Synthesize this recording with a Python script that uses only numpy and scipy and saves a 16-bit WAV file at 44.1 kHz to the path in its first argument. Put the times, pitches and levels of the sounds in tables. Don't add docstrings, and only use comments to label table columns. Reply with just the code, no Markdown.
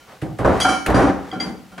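import sys
import numpy as np
from scipy import signal
from scipy.fft import rfft, irfft
from scipy.io import wavfile
from scipy.ndimage import minimum_filter1d

SR = 44100
rng = np.random.default_rng(int(sys.argv[2]) if len(sys.argv) > 2 else 0)


def transcribe(signal):
    frames = np.atleast_2d(signal).T
    limited = np.clip(frames, -1, 1)
    pcm = np.round(limited * 32767).astype(np.int16)
    wavfile.write(sys.argv[1], SR, pcm)


N = 79380
T = np.arange(N) / SR
CONTROL_T = np.arange(0, N + 16, 16) / SR
CUTOFF_HZ = 15800


def from_db(db):
    return 10 ** (np.asarray(db) / 20)


def at_hz(points, hz):
    point_hz, value = np.transpose(points)
    return np.interp(np.log(hz), np.log(point_hz), value)


def placed(hz):
    # (pitch_hz, left_minus_right_db)
    balance = [(60, -2), (130, -4), (260, -0.9), (2000, 0.1), (8000, 1.2)]
    return from_db(at_hz(balance, hz) * np.array([[0.5], [-0.5]]))


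def noise_bands(colour):
    # (pitch_hz, correlation from 0 to 1)
    likeness = [(60, 1), (250, 0.95), (1000, 0.82), (5000, 0.77), (12000, 0.84)]
    f = np.maximum(np.arange(N // 2 + 1) * SR / N, 1)
    mid, side = rfft(rng.standard_normal((2, N)))
    alike = np.clip(at_hz(likeness, f), 0, 1)
    gain = from_db(at_hz(colour, f)) * (f < CUTOFF_HZ)
    gain = gain / np.sqrt(np.mean(gain ** 2))
    stereo = np.sqrt((1 + alike) / 2) * mid + np.sqrt((1 - alike) / 2) * side * [[1], [-1]]
    stereo = stereo * placed(f) * gain
    edges = np.geomspace(20, 16000, 30)
    bands = []
    for low, high in zip(edges, edges[1:]):
        inside = (f >= low) & (f < high)
        bands.append((np.sqrt(low * high), irfft(stereo * inside, N)))
    return bands


def noise(colour):
    return sum(band for _, band in noise_bands(colour))


def envelope(start_s, attack_s, hold_s, t60_s, t=T):
    age = np.maximum(t - start_s, 0)
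    rise = np.minimum(age / attack_s, 1)
    return rise * np.exp(-np.log(1000) * np.maximum(age - hold_s, 0) / t60_s)


def smooth_level(energy):
    return np.interp(T, CONTROL_T, np.sqrt(energy))


def tone(hz):
    return np.sin(2 * np.pi * (hz * T + rng.random()))


def ring(modes, times, strength_db, attack_s, scatter_db):
    out = 0
    for hz, db, t60_s in modes:
        gains = from_db(db + strength_db(hz) + scatter_db * rng.standard_normal(len(times)))
        energy = gains ** 2 @ envelope(times[:, None], attack_s, 0, t60_s, CONTROL_T) ** 2
        out = out + placed(hz) * smooth_level(energy) * tone(hz)
    return out


def contact_db(db, centre_hz, fall, hz):
    return db - np.abs(fall) * np.log2(hz / centre_hz) ** 2


def flutter(seconds):
    bump = np.exp(-0.5 * (np.arange(-1000, 1001) / (seconds * SR / 2 + 1)) ** 2)
    slow = signal.fftconvolve(rng.standard_normal(N + 2000), bump, "valid")
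    return slow / slow.std()


def workshop(x):
    delay_s, attack_s, t60_s = 0.0035, 0.0053, 0.38
    centre_db, side_db = -8.5, -10.5
    tail = rng.standard_normal((2, N)) * envelope(delay_s, attack_s, 0, t60_s)
    tail /= np.sqrt(np.sum(tail ** 2, axis=1, keepdims=True))
    centre, side = signal.fftconvolve(x, tail, axes=1)[:, :N]
    return x + from_db(centre_db) * centre + from_db(side_db) * side * [[1], [-1]]


def air():
    # (pitch_hz, relative_level_db)
    air_colour = [(25, -15), (60, 0), (200, -1.5), (400, -2.5), (800, -4.5), (1600, -8), (3500, -13),
                  (8000, -19.5), (15000, -24.5)]
    return from_db(-50) * noise(air_colour)


def faint_pitches(count):
    return 1000 + 12000 * (np.arange(count) + rng.random(count)) / count


def tubes():
    # (start_s, relative_level_db, most_excited_pitch_hz, fall_off_db_per_octave_squared)
    clanks = [(-0.1, -37.5, 4400, 2.5), (0.452, -37, 6600, 28), (0.604, -19.5, 8300, 1.5),
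              (0.645, -17, 970, 2), (0.686, -22.5, 3950, 1), (0.724, -26, 1760, 1.5),
              (0.947, -29.5, 6800, 7), (1.018, -33, 5400, 11), (1.326, -34.5, 786, 1.5),
              (1.402, -36.5, 4360, 0.5), (1.716, -52.5, 1010, 0)]
    # pitch_hz, relative_level_db and t60_s in one order
    tube_hz = [277, 746, 763, 786, 1394, 1418, 1540, 2239, 2315, 2338, 3038, 3153, 3987, 4339, 4538, 4812,
               5227, 5724, 5830, 5932, 6748, 7090, 7359, 7832, 8947, 9415, 9523, 9647, 9808, 10610, 10720,
               10970]
    tube_db = [-0.5, 10, -3, 1.5, 0, -5.5, -6, -11, -10.5, -12, -10, -3.5, -15, -21, -21, -12.5, -22.5, -7,
               -13.5, -15.5, -13.5, -23, -32, -17, -20, -14, -23, -19.5, -21.5, -24, -22, -21]
    tube_t60_s = [0.67, 0.17, 0.58, 0.17, 0.55, 0.41, 0.17, 0.61, 0.46, 0.38, 0.62, 0.32, 0.6, .6, 0.66,
                  0.27, 0.58, 0.12, 0.51, 0.34, 0.43, 0.16, 0.2, 0.32, 0.2, 0.37, 0.38, 0.43, .55, 0.53,
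                  0.5, 0.25]
    # (pitch_hz, relative_level_db)
    shimmer_colour = [(500, -22.5), (1400, 12.5), (2200, -8.5), (2800, -5.5), (3700, -16), (4800, -3.5),
                      (7000, -15), (9300, -9.5), (11500, -18), (15000, -35)]
    shimmer_db, shimmer_t60_s = -19, 0.41
    clatter_db, clatter_t60_s = -3, 0.24
    attack_s = 0.00069
    times, db, centre_hz, fall = np.transpose(clanks)

    def strength_db(hz):
        return contact_db(db, centre_hz, fall, hz)

    def level(hz, fades):
        return np.sqrt(from_db(strength_db(hz)) ** 2 @ fades)

    modes = ring(zip(tube_hz, tube_db, tube_t60_s), times, strength_db, attack_s=0.008, scatter_db=0.47)
    long_fades = envelope(times[:, None], attack_s, 0, shimmer_t60_s) ** 2
    short_fades = envelope(times[:, None], attack_s, 0, clatter_t60_s) ** 2
    shimmer = 0
    for hz in faint_pitches(count=120):
        shimmer = shimmer + from_db(at_hz(shimmer_colour, hz)) * level(hz, long_fades) * tone(hz)
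    clatter = sum(band * level(hz, short_fades) for hz, band in noise_bands(shimmer_colour))
    return workshop(modes + from_db(shimmer_db) * shimmer) + from_db(clatter_db) * clatter


def slides():
    # (start_s, length_s, relative_level_db)
    pushes = [(0.07, 0.11, -44.5), (0.498, 0.14, -34), (1.199, 0.16, -42.5), (1.404, .13, -39.5)]
    # (pitch_hz, relative_level_db)
    slide_colour = [(40, -10), (120, -1), (300, -5), (700, 3.5), (1500, -2), (2500, -11), (5000, -16.5),
                    (10000, -26), (15000, -35)]
    rough_db = 1.5
    push_level = 0
    for start_s, length_s, db in pushes:
        progress = np.clip((T - start_s) / length_s, 0, 1)
        push_level = push_level + from_db(db) * np.sqrt(np.abs(np.sin(np.pi * progress)))
    return noise(slide_colour) * push_level * from_db(rough_db * flutter(seconds=0.0029))


def ticks():
    # (start_s, relative_level_db, t60_s, dull_above_hz)
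    tick_table = [(0.215, -36.5, 0.21, 11400), (0.385, -34.5, 0.24, 11600), (0.447, -56, 0.05, 9000),
                  (0.6, -16, 0.025, 12000), (0.861, -18, 0.074, 15000), (0.899, -29, 0.058, 15600),
                  (1.313, -51, 0.1, 6770), (1.403, -31.5, 0.22, 6300), (1.778, -33.5, 0.15, 7400)]
    # (pitch_hz, relative_level_db)
    tick_colour = [(300, -27), (1500, 14.5), (3000, 3), (6000, -7.5), (11000, -5.5), (15500, -18)]
    times, db, t60_s, dull_hz = np.transpose(tick_table)
    fades = envelope(times[:, None], 0.0025, 0.0011, t60_s[:, None])
    bursts = from_db(db)[:, None] * fades
    out = 0
    for hz, band in noise_bands(tick_colour):
        brightness = 1 / np.sqrt(1 + (hz / dull_hz) ** 8)
        out = out + band * (brightness @ bursts)
    return out


def bench():
    # (start_s, relative_level_db, boom_pitch_hz, boom_db, softness_corner_hz, judder_s)
    knocks = [(0.222, -24.5, 140, 17, 463, 0.037), (0.390, -19, 121, 10, 1120, 0.014),
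              (0.446, -10, 790, 1, 1420, 0.036), (0.469, -18.5, 70.4, 6, 990, 0.051),
              (0.56, -26, 327, -17, 2210, 0.09), (0.649, -26, 1030, 9.5, 2250, 0.035),
              (0.688, -27.5, 250, 11.5, 1850, 0.023), (0.86, -23.5, 1720, 2, 3200, 0.06),
              (0.881, -18, 65, 10, 1800, 0.031), (0.943, -12, 272, 2, 1970, 0.07),
              (1.027, -20, 275, 11, 1620, 0.048), (1.07, -18.5, 283, -21, 1460, 0.02),
              (1.323, -30.5, 756, -15, 1530, .03), (1.359, -31.5, 220, 15, 610, 0.0084),
              (1.403, -34.5, 217, 6, 1690, 0.058), (1.455, -33.5, 206, 16.5, 900, 0.066),
              (1.719, -47.5, 193, 15.5, 1900, 0.011), (1.778, -39, 1120, 10, 3470, 0.026)]
    # (pitch_hz, t60_s)
    bench_colour = [(25, -43), (42, -16), (60, -4.5), (90, -7.5), (150, -9), (300, -3), (480, -2),
                    (800, -4.5), (1100, -6), (1450, -9), (2700, -21), (6000, -25.5), (10000, -23.5),
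                    (15000, -35)]
    bench_t60 = [(60, 0.49), (250, 0.5), (800, 0.43), (2000, 0.51), (6000, 0.48), (14000, .2)]
    # (pitch_hz, relative_level_db, t60_s)
    bench_modes = [(61, -12, 0.31), (120.3, -8, 0.34), (184.9, -10, 0.52), (236.5, -15, 0.41),
                   (275.3, -7.5, 0.38), (316.2, -4, 0.31), (361.1, -11, 0.3), (391, -14, 0.48),
                   (474.5, -24.5, 0.27), (529, -8.5, 0.37), (570.7, -16, 0.41), (622, -22, .33),
                   (725, -13.5, 0.44), (778, -9, 0.51)]
    modes_db = -0.5
    boom_octaves, soft_slope, attack_cycles = 0.3, 1.56, 0.68
    judder_db, bump_s = 1, 0.0047
    times, db, boom_hz, boom_db, corner_hz, judder_s = np.transpose(knocks)

    def strength_db(hz):
        boom = boom_db * np.exp(-0.5 * (np.log2(hz / boom_hz) / boom_octaves) ** 2)
        treble_loss = 10 * soft_slope * np.log10(1 + (hz / corner_hz) ** 2)
        return db + boom - treble_loss

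    dense = 0
    for hz, band in noise_bands(bench_colour):
        attack_s = 0.00072 + attack_cycles / hz
        t60_s = at_hz(bench_t60, hz)
        fades = envelope(times[:, None], attack_s, judder_s[:, None], t60_s, CONTROL_T)
        energy = from_db(strength_db(hz)) ** 2 @ fades ** 2
        dense = dense + band * smooth_level(energy)
    modes = ring(bench_modes, times, strength_db, attack_s=0.0079, scatter_db=4.5)
    return dense * from_db(judder_db * flutter(bump_s)) + from_db(modes_db) * workshop(modes)


def fitting():
    # (start_s, relative_level_db, most_excited_pitch_hz, fall_off_db_per_octave_squared)
    clinks = [(0.603, -21, 5600, 9), (0.608, -25.5, 3800, -6), (0.615, -12.5, 3240, 36),
              (0.630, -15, 8700, 35), (0.945, -30, 5400, -26), (0.956, -32, 9600, 10),
              (1.314, -35, 3600, 15.5), (1.4, -26, 2850, 7.5), (1.403, -25, 5450, 23)]
    # pitch_hz, relative_level_db and t60_s in one order
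    fitting_hz = [2024, 2067, 3190, 3252, 3330, 4590, 4740, 4815, 6470, 6745, 8320, 8980, 9540]
    fitting_db = [-0.5, 0.5, -3, -2, -5.5, -11.5, -4, -8, 0, -12, -34, -14, -15]
    fitting_t60_s = [0.11, 0.2, 0.031, 0.11, 0.051, 0.056, 0.11, 0.17, 0.027, 0.089, 0.13, 0.063, 0.071]
    times, db, centre_hz, fall = np.transpose(clinks)

    def strength_db(hz):
        return contact_db(db, centre_hz, fall, hz)

    modes = zip(fitting_hz, fitting_db, fitting_t60_s)
    return workshop(ring(modes, times, strength_db, attack_s=0.002, scatter_db=5.14))


def scene():
    return air() + tubes() + slides() + ticks() + bench() + fitting()


def record(dry):
    limit_db, release_db_per_s, attack_s = -3, 148, 0.002
    over_db = np.maximum(20 * np.log10(np.abs(dry).max(axis=0) + 1e-9) - limit_db, 0)
    release_db = release_db_per_s * T
    held_db = np.maximum.accumulate(over_db + release_db) - release_db
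    widened_db = -minimum_filter1d(-held_db, size=129)
    r = np.exp(-1 / (attack_s * SR))
    duck_db = signal.lfilter([1 - r], [1, -r], widened_db)
    top_cut = signal.ellip(10, 0.1, 90, CUTOFF_HZ, fs=SR, output="sos")
    return signal.sosfilt(top_cut, dry * from_db(-duck_db))


dry = scene()
out = record(dry)
transcribe(out)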